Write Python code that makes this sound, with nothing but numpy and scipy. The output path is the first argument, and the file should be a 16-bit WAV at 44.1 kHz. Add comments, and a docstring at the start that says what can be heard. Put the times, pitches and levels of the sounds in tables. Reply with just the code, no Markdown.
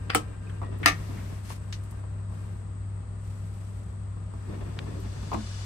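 """A deep kitchen drawer in a parked van, over the hum of a motor and the rush of the cabin.
A hand brushes the front, the knob clicks in and the push latch snaps; the soft-close catch lets go with a
loud clack and chatter, and the drawer rolls out on rumbling runners. After a pause it rolls back, knocks
into the catch and the damper hisses louder. Blows are snaps, noise bursts and damped modes with a dense
or noisy ring; movements are enveloped noise; the hum is a set of unsteady sines."""
import sys
import numpy as np
from scipy import signal
from scipy.fft import rfft, irfft, next_fast_len
from scipy.io import wavfile
from scipy.ndimage import map_coordinates

SR = 44100
rng = np.random.default_rng(int(sys.argv[2]) if len(sys.argv) > 2 else 0)


def put_to_file(sound):
    """Save the sound as 16-bit audio at rate SR, in the file named by the first command-line argument."""
    columns = np.atleast_2d(sound).T  # one column per channel
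    safe = np.clip(columns, -1, 1)
    whole_steps = np.round(safe * 32767)
    wavfile.write(sys.argv[1], SR, whole_steps.astype(np.int16))


N = 249165
BLOW_T_S = np.arange(SR // 2) / SR  # time axis of one blow

# soft-close catch, release then chatter: (time [s], ring level [dB], snap level [dB])
CATCH_HITS = [(0.8586, -13, -18), (0.8738, -16.5, -22), (0.879, -18.5, -11), (0.8828, -26, -14),
              (0.8875, -27, -17), (0.9007, -39, -27)]
# catch body: (frequency [Hz], level [dB], t60 [s])
CATCH_MODES = [(293, -3, 0.24), (680, -3, 0.15), (770, -4, .12), (1168, -2, 0.17), (1232, -1, 0.18),
               (1359, 4, 0.18), (1705, 3, 0.13), (1785, 3, .16), (1872, -1, .16), (2010, -2, .15),
               (2198, -1.5, 0.15), (2517, -6, 0.15), (2590, -7, .14), (2680, -5, 0.13)]
# steel rails: (frequency [Hz], level [dB], t60 [s])
RAIL_MODES = [(3160, -4, 0.19), (3570, -7, .12), (3780, -1, 0.11), (4360, -2, 0.11), (4860, -4, 0.1),
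              (5020, 4, 0.098), (5710, 1, .15), (5760, 0, 0.12), (5830, -4, 0.18), (7020, 0, .1),
              (8040, 0, 0.13)]
# catch contact: (frequency [Hz], density [dB per Hz])
CATCH_CRACK_SPECTRUM = [(180, -47.5), (330, -23), (750, 1.5), (980, -0.5), (1330, -2.5), (1750, 0),
                        (2150, 4), (3500, -5.5), (4400, -7.5), (5000, -0.5), (5340, -30), (5850, -6),
                        (7000, -13), (7500, -24), (7950, -9), (13800, -20), (16000, -43)]
# catch dense ring: (frequency [Hz], density [dB per Hz])
CATCH_RING_SPECTRUM = [(110, -44), (180, -29), (288, -9.5), (577, -8.5), (740, -5), (860, -9), (1060, -9),
                       (1200, 4.5), (1450, -15), (1750, -0.5), (2300, -2.5), (2700, -4.5), (3500, -8.5),
                       (4500, -9.5), (5000, -9), (5380, -20.5), (5880, -7), (6400, -13.5), (7400, -20.5),
                       (8100, -18.5), (11200, -21), (14300, -36.5), (16000, -59.5)]


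def catch(crack_db=4.5, modes_db=-1, rail_db=-11, ring_db=-5, snap_lag_s=0.0013, chatter_db=-9):
    """The spring catch flips over with a crack that rings drawer sides and steel rails, then chatters."""
    out = np.zeros((2, N))
    for k, (s, db, snap_db) in enumerate(CATCH_HITS):
        body = amp(modes_db) * modal(CATCH_MODES, scatter_db=-0.5)
        body += amp(rail_db) * modal(RAIL_MODES, scatter_db=1.5)
        body_db = db + (chatter_db if k else 0)
        add(out, s, amp(body_db) * onset(0.0027) * body)
        ring = dense_ring(CATCH_RING_SPECTRUM, life=0.57, ripple_db=1.5) * rattle(depth_db=1.5)
        add(out, s, amp(db + ring_db) * onset(0.00093) * ring)
        add(out, s + snap_lag_s, amp(snap_db) * snap(CATCH_CRACK_SPECTRUM))
    s, db, _ = CATCH_HITS[0]  # only the first blow is hard enough to crack
    add(out, s, amp(db + crack_db) * crack(CATCH_CRACK_SPECTRUM, rise_s=0.0018))
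    return out


# push latch snaps: (time [s], level [dB])
LATCH_HITS = [(0.147, -14.5)]
# latch on the drawer front: (frequency [Hz], level [dB], t60 [s])
LATCH_MODES = [(303, -1, 0.18), (462, 4, 0.14), (514, 8.5, 0.1), (759, 6.5, 0.12), (790, -2, 0.12),
               (1184, -2, 0.085), (1295, 4, 0.16), (1355, 4, 0.1), (1755, -1, 0.1), (2330, -1, 0.1),
               (3020, -1, 0.11), (3220, -7, .14), (4320, -9, .1), (7750, -1, 0.097), (9090, -5, 0.13)]
# latch contact: (frequency [Hz], density [dB per Hz])
LATCH_CRACK_SPECTRUM = [(180, -40), (300, -13), (980, -8.5), (1280, -2.5), (1810, -8), (2360, -6),
                        (7320, -29), (9090, -5.5), (12300, -35), (15200, -15), (16000, -13)]
# latch dense ring: (frequency [Hz], density [dB per Hz])
LATCH_RING_SPECTRUM = [(120, -25), (200, -22), (400, -9), (519, -13), (630, -16), (745, -6.5), (900, -15),
                       (1300, -8), (1450, -20), (2170, -17), (2650, -19), (3070, -22), (7140, -24),
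                       (9060, -18), (11100, -33.5), (16000, -34)]


def latch(snap_db=2, snap_lag_s=0.0025, crack_db=1, modes_db=-2.0, ring_db=-6):
    """The knob's bolt snaps back and rings the drawer front."""
    out = np.zeros((2, N))
    for s, db in LATCH_HITS:
        modes = amp(modes_db) * modal(LATCH_MODES)
        panels = amp(ring_db) * dense_ring(LATCH_RING_SPECTRUM, life=0.62) * rattle(depth_db=-1.0)
        contact = amp(crack_db) * crack(LATCH_CRACK_SPECTRUM, rise_s=0.0018)
        add(out, s, amp(db) * (contact + onset(0.0028) * (modes + panels)))
        add(out, s + snap_lag_s, amp(db + snap_db) * snap(LATCH_CRACK_SPECTRUM))
    return out


# bottom panel: (frequency [Hz], level [dB], t60 [s])
BOTTOM_MODES = [(57.5, 2.5, 0.18), (125, 2.5, 0.28), (160, -15, 0.1), (213.3, 9.5, 0.23), (234.6, 3, 0.29),
                (269, 6.5, 0.15), (316.5, 8.5, 0.15), (348.6, -1, 0.34)]


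def box_thump(latch_db=-16, catch_db=-22):
    """The first snaps of latch and catch also shake the drawer's bottom panel."""
    out = np.zeros((2, N))
    for (s, db, *_), share_db in ((LATCH_HITS[0], latch_db), (CATCH_HITS[0], catch_db)):
        add(out, s, amp(db + share_db) * onset(0.0032) * modal(BOTTOM_MODES))
    return out


# presses of the steel knob: (time [s], level [dB])
KNOB_HITS = [(0.0962, -34), (0.0999, -20.5), (0.134, -32)]
# steel knob: (frequency [Hz], level [dB], t60 [s])
KNOB_MODES = [(685, -5, .12), (1150, 4, 0.08), (1390, -1, 0.13), (1685, -9, .1), (1900, 0, 0.092),
              (2350, 2, 0.05), (2600, -2, 0.07), (3040, -7, 0.1), (4680, 5, 0.05), (4950, -6, 0.18)]


def knob(crack_db=-1, ring_db=-13, steel_db=5.5, wood_db=-15, snap_db=2, snap_lag_s=0.0022):
    """The knob clicks, pings like steel and knocks the wooden front just before the bolt snaps."""
    out = np.zeros((2, N))
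    colour = tick_colour(low_hz=1750, high_hz=2630, bass_db=-9.5, treble_db=-19)
    for s, db in KNOB_HITS:
        ring = noise(colour, HIT_LEAN, size=len(BLOW_T_S), ripple_db=3.0) * fade(BLOW_T_S, t60_s=0.2)
        ring += amp(steel_db) * modal(KNOB_MODES, scatter_db=1.5)
        wood = amp(wood_db) * modal(LATCH_MODES, scatter_db=1.0)
        contact = amp(crack_db) * crack(colour, rise_s=0.002)
        add(out, s, amp(db) * (contact + onset(0.0029) * (amp(ring_db) * ring + wood)))
        add(out, s + snap_lag_s, amp(db + snap_db) * snap(colour))
    return out


# dull box knocks: (time [s], front level [dB], bottom panel level [dB], contact [s])
KNOCKS = [(0.6162, -34, -41, 0.0013), (0.628, -38.5, -53, 0.004), (1.09, -48, -34, 0.003),
          (1.502, -37.5, -49, 0.0015), (1.92, -51, -60, 0.0044), (1.985, -49.5, -55, 0.0065),
          (2.035, -47.5, -51, .005), (2.299, -51, -52, .005), (2.32, -52, -61, 0.0049),
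          (4.165, -52, -39.5, 0.0043), (4.337, -45.5, -39, .0012), (4.585, -54, -39, 0.0036),
          (4.612, -61, -43, .004), (5.229, -47, -56, .003), (5.3165, -28, -47, 0.0016),
          (5.329, -28, -38, 0.0032), (5.342, -28, -24, 0.0033), (5.384, -52, -28, 0.0021)]
# wooden front: (frequency [Hz], level [dB], t60 [s])
FRONT_MODES = [(479, -2, 0.13), (530, -5, 0.16), (672, 0.5, 0.23), (803, -1, 0.081), (905, 1.5, 0.077),
               (1051, 5.5, 0.094), (1136, 3, 0.11)]
# front contact and dense ring: (frequency [Hz], density [dB per Hz])
FRONT_SPECTRUM = [(150, -15.5), (320, -5), (480, -1.5), (600, -6), (780, 1.5), (1080, 2), (1250, -5.5),
                  (1500, -15.5), (2200, -17), (3000, -25), (8000, -40), (16000, -46)]
BOTTOM_SLOWER = 1.3  # bottom panel onset time / contact time


def knocks(modes_db=-3, ring_db=-5, thump_db=-3):
    """Cushioned knocks ring the front and, more slowly, the bottom panel; longer contacts are rounder."""
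    out = np.zeros((2, N))
    for s, front_db, bottom_db, contact_s in KNOCKS:
        ring = amp(modes_db) * modal(FRONT_MODES, scatter_db=7.0)
        ring += amp(ring_db) * dense_ring(FRONT_SPECTRUM, life=0.52)
        front = crack(FRONT_SPECTRUM, rise_s=contact_s) + onset(contact_s) * ring
        bottom = onset(BOTTOM_SLOWER * contact_s) * modal(BOTTOM_MODES, scatter_db=1.5)
        add(out, s, amp(front_db) * front + amp(bottom_db + thump_db) * bottom)
    return out


# drawn against the spring, free roll out, roll back:
# (full speed from [s], coasts from [s], rumble level [dB], swish level [dB], swish growth [dB/s])
GLIDES = [(0.677, 0.84, -42, -72, 0), (0.89, 1.296, -42, -52.5, 0.5), (4.525, 5.3, -40.5, -63, 7)]
# rollers through the box: (frequency [Hz], density [dB per Hz])
RUMBLE_SPECTRUM = [(25, -28), (48, 7), (70, -9.5), (140, 3), (220, 0), (330, -10.5), (500, -11), (800, -18),
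                   (1200, -21), (2500, -29.5), (6000, -45), (16000, -83)]
# sliding on steel: (frequency [Hz], density [dB per Hz])
STEEL_SPECTRUM = [(300, -26), (1000, 4.5), (2100, 2), (3300, -2.5), (6000, -4.5), (9500, -8.5),
                  (12000, -10.5), (15500, -21)]
SPEED_UP_S, COAST_S, SLOWING_DB_PER_S = 0.15, 0.23, 4  # slowing: friction


def runners(bumpy=0.84):
    """Drawer speed drives both the rumble of the rollers through the box and their swish on the steel."""
    t = np.arange(N) / SR
    rolling, sliding = np.zeros((2, N))
    for start_s, end_s, rumble_db, swish_db, growth_db_per_s in GLIDES:
        friction = amp(-SLOWING_DB_PER_S * np.maximum(t - start_s, 0))
        speed = stroke(start_s, end_s, SPEED_UP_S, COAST_S) * friction
        rolling = np.maximum(rolling, amp(rumble_db) * speed)
        swelling_db = swish_db + growth_db_per_s * np.clip(t - start_s, 0, end_s - start_s)
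        sliding = np.maximum(sliding, amp(swelling_db) * speed)
    jolting = unit(1 - bumpy + bumpy * bumps(rate_hz=56, t60_s=0.2))
    rumble = rolling * jolting * noise(RUMBLE_SPECTRUM, LEAN, size=N, ripple_db=4.0)
    return rumble + sliding * noise(STEEL_SPECTRUM, LEAN, size=N)


# bumps along the track: (time [s], level [dB])
BUMPS = [(0.689, -39), (0.723, -42), (0.811, -33), (4.472, -43), (4.492, -37.5), (4.53, -42), (4.56, -43.5),
         (4.745, -43), (4.806, -39.5), (4.877, -38), (4.944, -38), (4.967, -38), (4.987, -38.5),
         (5.116, -47), (5.223, -46)]
# box side walls: (frequency [Hz], level [dB], t60 [s])
WALL_MODES = [(306.5, 1, 0.19), (349, -6, 0.19), (386, 0.5, 0.23), (433, 0, 0.1), (475, -4.5, 0.16),
              (550, -2.5, 0.09), (670, -13, 0.091)]
# side wall noisy ring: (frequency [Hz], density [dB per Hz])
WALL_RING_SPECTRUM = [(120, -32), (300, 11), (500, 2), (700, -14), (1200, -17), (2500, -34), (8000, -60),
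                      (16000, -80)]


def roller_bumps(ring_db=-5, modes_db=-3):
    """Each bump is a soft, hollow knock in the side walls of the moving box."""
    out = np.zeros((2, N))
    for s, db in BUMPS:
        ring = noise(WALL_RING_SPECTRUM, HIT_LEAN, size=len(BLOW_T_S)) * fade(BLOW_T_S, t60_s=0.12)
        walls = amp(modes_db) * modal(WALL_MODES) + amp(ring_db) * ring
        add(out, s, amp(db) * onset(0.0022) * walls)
    return out


# damper: (frequency [Hz], density [dB per Hz])
DAMPER_SPECTRUM = [(300, -2), (1300, 4), (2600, 1.5), (4200, 1.5), (6300, -0.5), (8500, -6.5),
                   (10500, -10.5), (12500, -26.5), (16000, -38)]
DAMPER_FULL_S, DAMPER_DB, DAMPER_GROWS_DB_PER_S = 5.463, -47, 22


def damper():
    """The soft-close hiss swells until the damper has taken up the drawer, then holds its level."""
    to_go_s = np.maximum(DAMPER_FULL_S - np.arange(N) / SR, 0)
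    level = amp(DAMPER_DB - DAMPER_GROWS_DB_PER_S * to_go_s)
    return level * noise(DAMPER_SPECTRUM, LEAN, size=N, ripple_db=3.5)


# ticks of runners and load: (time [s], level [dB], low edge [Hz], high edge [Hz], t60 [s])
TICKS = [(0.271, -54, 700, 2500, 0.071), (0.494, -48, 1300, 3000, 0.11), (0.786, -52, 10000, 14100, 0.037),
         (0.829, -30, 1820, 2170, 0.37), (1.503, -42.5, 990, 2980, 0.04), (1.725, -33, 1800, 5800, 0.12),
         (1.837, -52, 8500, 10000, .05), (1.909, -47.5, 8000, 10800, 0.057),
         (4.789, -27.5, 1100, 3620, 0.023), (4.999, -55, 8000, 12000, .15), (5.336, -39, 1500, 7000, .09)]


def ticks(snap_db=9, ring_db=-3, softer_db_per_s=45):
    """Small hard contacts: a broad snap and a short ring; the longer one rings, the less it snaps."""
    out = np.zeros((2, N))
    for s, db, low_hz, high_hz, t60_s in TICKS:
        colour = tick_colour(low_hz, high_hz)
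        ring = noise(colour, HIT_LEAN, size=len(BLOW_T_S), ripple_db=-2.0) * fade(BLOW_T_S, t60_s)
        add(out, s, amp(db + ring_db) * onset(0.0012) * ring)
        add(out, s + 0.001, amp(db + snap_db - softer_db_per_s * t60_s) * snap(colour))
    return out


# thin notes of rollers and catch: (time [s], pitch [Hz], level [dB], waver [Hz], t60 [s])
SQUEAKS = [(0.468, 2400, -47.5, 130, 0.054), (0.49, 1483, -50, 110, 0.12), (0.63, 1907, -54, 6.8, 0.46),
           (0.828, 1960, -36, 140, 0.097), (0.91, 1894, -47, 11, 0.33), (1.17, 2030, -51.5, 270, 0.34)]
SQUEAK_ATTACK_S = 0.0037


def squeak():
    """Thin notes swell quickly and die away; a wide pitch waver turns one into a scrape."""
    out = np.zeros((2, N))
    for s, hz, db, waver_hz, t60_s in SQUEAKS:
        pitch_hz = hz + waver_hz * wobble(354)[:len(BLOW_T_S)]
        note = np.sqrt(2) * np.sin(2 * np.pi * np.cumsum(pitch_hz) / SR)
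        add(out, s, amp(db) * onset(SQUEAK_ATTACK_S) * fade(BLOW_T_S, t60_s) * note[None])
    return out


# hand on the front: (full from [s], full until [s], swish level [dB], rumble level [dB], release [s])
BRUSHES = [(0.027, 0.28, -69.5, -45.5, 0.2), (0.48, 0.566, -67.5, -46, 0.085), (1.5, 1.513, -49, -48, 0.08),
           (1.614, 1.84, -65.5, -52.5, 0.27), (1.98, 2.207, -80, -54.5, 0.1),
           (2.36, 2.443, -64.5, -50, 0.28), (3.257, 3.597, -63.5, -66, 0.58),
           (4.375, 4.453, -69.5, -53.5, 0.19)]
# skin on lacquer: (frequency [Hz], density [dB per Hz])
SKIN_SPECTRUM = [(300, -25), (1000, 1), (2300, 2.5), (3500, -2), (6000, -2.5), (9500, -3), (12000, -8.5),
                 (15000, -21)]
BRUSH_ATTACK_S = 0.1


def hand(grain_db=2.0):
    """Skin swishes over the front, and the touch stirs a faint rumble in the box."""
    swish, rumble = np.zeros((2, N))
    for start_s, end_s, swish_db, rumble_db, release_s in BRUSHES:
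        touch = stroke(start_s, end_s, BRUSH_ATTACK_S, release_s)
        swish += amp(swish_db) * touch
        rumble += amp(rumble_db) * touch
    skin = swish * amp(grain_db * wobble(120)) * noise(SKIN_SPECTRUM, LEAN, size=N)
    return skin + rumble * noise(RUMBLE_SPECTRUM, LEAN, size=N, ripple_db=7.5)


# weaker motor lines: (frequency [Hz], level [dB])
HUM_LINES = [(33.3, -59.5), (58.4, -46), (66.7, -47.5), (166.5, -55.5), (178.5, -70), (382, -68.5),
             (590, -72.5), (1227, -72)]
DRONE_HZ, DRONE_DB = 99.15, -36  # strongest line


def motor(waver_db=1.0, waver_hz=0.52, drift_rad=0.15):
    """A motor hums through the floor: low lines, slightly unsteady in level and pitch or phase."""
    t = np.arange(N) / SR
    pitch_hz = DRONE_HZ + waver_hz * wobble(4.06)
    hum = amp(DRONE_DB + waver_db * wobble(5.15)) * np.sin(2 * np.pi * np.cumsum(pitch_hz) / SR)
    for hz, db in HUM_LINES:
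        phase = 2 * np.pi * (hz * t + rng.random()) + drift_rad * wobble(2.1)
        hum += amp(db + wobble(2.54)) * np.sin(phase)
    return np.sqrt(2) * hum * sides(lean_db=2.0)


# cabin rush: (frequency [Hz], density [dB per Hz])
CABIN_SPECTRUM = [(20, -29), (35, -3.5), (60, 0.5), (92, 5), (115, -6.5), (160, -0.5), (280, -13),
                  (450, -17), (700, -19), (1080, -22), (1240, -20.5), (1420, -25), (1700, -27.5),
                  (3500, -36.5), (5300, -42), (6500, -46), (15000, -69)]
# thin high hiss: (frequency [Hz], density [dB per Hz])
HIGH_HISS_SPECTRUM = [(5000, -44), (6400, -17), (7100, -2), (7500, -7), (7950, 8.5), (8500, 3.5),
                      (9300, -10), (11000, -28), (16000, -45)]


def cabin(air_db=-44, hiss_db=-63):
    """The cabin's steady rush, with a thin high hiss above it."""
    air = amp(air_db) * noise(CABIN_SPECTRUM, LEAN, size=N, ripple_db=1.8)
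    return air + amp(hiss_db) * noise(HIGH_HISS_SPECTRUM, LEAN, size=N, ripple_db=-1.5)


def amp(db):
    """Decibels to gain."""
    return 10 ** (np.asarray(db) / 20)


def unit(x):
    """Scale to rms 1."""
    return x / np.sqrt(np.mean(x ** 2) + 1e-20)


def along(points, hz):
    """(Hz, value) points read on a log axis."""
    f, v = np.transpose(points)
    return np.interp(np.log(hz + 1), np.log(f + 1), v)


def wobble(rate_hz):
    """A smooth random curve, rate_hz knots a second."""
    knots = rng.standard_normal(int(N * rate_hz / SR) + 4)
    return map_coordinates(knots, [np.arange(N) * rate_hz / SR])


def fade(t, t60_s):
    """Exponential decay, 60 dB down after t60_s."""
    return np.exp(-np.log(1000) * t / np.maximum(t60_s, 1e-3))


def onset(rise_s):
    """A ring builds up over about rise_s."""
    return 1 - np.exp(-(BLOW_T_S / rise_s) ** 2)


def stroke(start_s, end_s, attack_s, release_s):
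    """A movement: eases in before start_s, holds at 1, eases out after end_s."""
    t = np.arange(N) / SR
    rising = 1 + (t - start_s) / max(attack_s, 1e-3)
    falling = 1 - (t - end_s) / max(release_s, 1e-3)
    ramp = np.clip(np.minimum(rising, falling), 0, 1)
    return np.sin(np.pi / 2 * ramp) ** 2


def bumps(rate_hz, t60_s):
    """Envelope of rms 1: rollers meet specks at random, and each jolt dies away."""
    jolts = (rng.random(N) < rate_hz / SR) * rng.uniform(0.056, 1, N)
    power = signal.fftconvolve(jolts, fade(BLOW_T_S, t60_s) ** 2 * onset(0.0029))[:N]
    return unit(np.sqrt(np.abs(power)))


def rattle(depth_db):
    """Loose parts chatter, so a ring dies in clumps."""
    return amp(depth_db * wobble(255)[:len(BLOW_T_S)])


def sides(lean_db):
    """Left and right gain for a level difference."""
    return amp(np.array([lean_db, -lean_db]).reshape(2, -1) / 2)


def add(track, s, sound):
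    """Mix a sound into the track at time s."""
    room_left = track[:, max(round(s * SR), 0):][:, :sound.shape[1]]
    room_left += sound[:, :room_left.shape[1]]


def tick_colour(low_hz, high_hz, bass_db=-24, treble_db=-22):
    """The spectrum of a small contact: flat between two edges, falling outside them."""
    below = [(low_hz / 4, bass_db), (low_hz, 0)]
    return below + [(high_hz, 0), (high_hz * 2, treble_db), (high_hz * 4, 2 * treble_db)]


# left-right likeness: (frequency [Hz], correlation [0-1])
ALIKE = [(60, 1), (130, 0.96), (290, 0.29), (640, 0), (1400, 0), (9500, 0), (12500, 0.97)]
# steady sounds: (frequency [Hz], left minus right [dB])
LEAN = [(60, -3), (110, 3), (200, 2.5), (380, 2), (700, 2), (1300, 4.5), (2400, 2), (4600, 7), (8000, 5),
        (9800, -7.5), (13000, 2.5)]


def noise(spectrum, lean, size, ripple_db=0):
    """Coloured stereo noise of rms 1: random phases, randomly rippled spectrum, likeness per frequency."""
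    m = next_fast_len(size)
    hz = np.fft.rfftfreq(m, 1 / SR)
    turn = np.arccos(np.clip(along(ALIKE, hz), -1, 1)) / 2
    mid, side = np.exp(2j * np.pi * rng.random((2, len(hz)))) * [np.cos(turn), np.sin(turn)]
    knots_hz = np.arange(0, SR / 2, 45)
    ripple = ripple_db * np.interp(hz, knots_hz, rng.standard_normal(len(knots_hz)))
    ripple *= np.minimum(hz / 1000, 1)  # less ripple below 1 kHz
    gain = amp(along(spectrum, hz) + ripple) * sides(along(lean, hz))
    pair = np.array([mid + side, mid - side]) * gain
    return unit(irfft(pair, m)[:, :size])


# blows: (frequency [Hz], left minus right [dB])
HIT_LEAN = [(200, 0.5), (600, -0.5), (980, 2), (1250, 5), (1650, 3), (2400, 2.5), (5000, 3), (7800, 2),
            (9200, -4), (12000, 1.5)]


def modal(modes, scatter_db=3.5):
    """Damped modes of nominal starting rms 1, levels scattered, left and right out of step where unlike."""
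    hz, db, t60_s = np.transpose(modes)
    chance = rng.standard_normal((len(hz), 3))
    gain = amp(db + scatter_db * chance[:, 0])
    apart = np.arccos(np.clip(along(ALIKE, hz), -1, 1)) * np.sign(chance[:, 1]) / 2
    phase = np.pi * chance[:, 2] + np.array([apart, -apart])
    waves = np.sin(2 * np.pi * hz[:, None] * BLOW_T_S + phase[..., None])
    waves *= fade(BLOW_T_S, t60_s[:, None])
    side_gain = gain * sides(along(HIT_LEAN, hz))
    return np.sum(waves * side_gain[..., None], axis=1) * np.sqrt(2) / np.linalg.norm(gain)


# dense ring decay, before its life factor: (frequency [Hz], t60 [s])
RING_T60 = [(200, 0.32), (700, 0.3), (2000, 0.24), (6000, 0.24), (10000, 0.2), (16000, 0.2)]


def dense_ring(spectrum, life, ripple_db=-1.0):
    """Crowded panel modes and brief cabin echoes: noise whose frequencies die at their own speeds."""
    burst = noise(spectrum, HIT_LEAN, size=len(BLOW_T_S), ripple_db=ripple_db)
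    hz, t, z = signal.stft(burst, SR, nperseg=256)
    z = z * fade(t, life * along(RING_T60, hz)[:, None])
    return signal.istft(z, SR, nperseg=256)[1][:, :len(BLOW_T_S)]


def crack(spectrum, rise_s):
    """The direct sound of a contact: a noise burst that peaks after rise_s and dies quickly."""
    u = BLOW_T_S / max(rise_s, 1 / SR)
    shape = u ** 2 * np.exp(2 * (1 - u))
    burst = noise(spectrum, HIT_LEAN, size=len(BLOW_T_S)) * shape
    return unit(burst) * np.sqrt(np.mean(shape ** 2))


def snap(spectrum):
    """One clean minimum-phase pulse of the given colour, peak 1: a sudden start and a short decay."""
    size = len(BLOW_T_S)
    hz = np.fft.rfftfreq(size, 1 / SR)
    cepstrum = irfft(np.log(amp(along(spectrum, hz))), size)
    cepstrum[1:size // 2] *= 2  # fold onto positive time
    cepstrum[size // 2:] = 0
    pulse = irfft(np.exp(rfft(cepstrum)) * sides(along(HIT_LEAN, hz)), size)
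    return pulse / np.abs(pulse).max()


def scene():
    """The drawer's blows and movements over the hum of the van."""
    blows = catch() + latch() + box_thump() + knob() + knocks() + roller_bumps() + ticks()
    return blows + runners() + damper() + squeak() + hand() + motor() + cabin()


TOP_HZ = 15700


def record(dry):
    """Clip at full scale, then low-pass steeply at TOP_HZ."""
    m = next_fast_len(N + SR // 2)
    low_pass = 1 / (1 + (np.fft.rfftfreq(m, 1 / SR) / TOP_HZ) ** 90)
    return irfft(rfft(np.clip(dry, -1, 1), m) * low_pass, m)[:, :N]


dry = scene()
out = record(dry)
put_to_file(out)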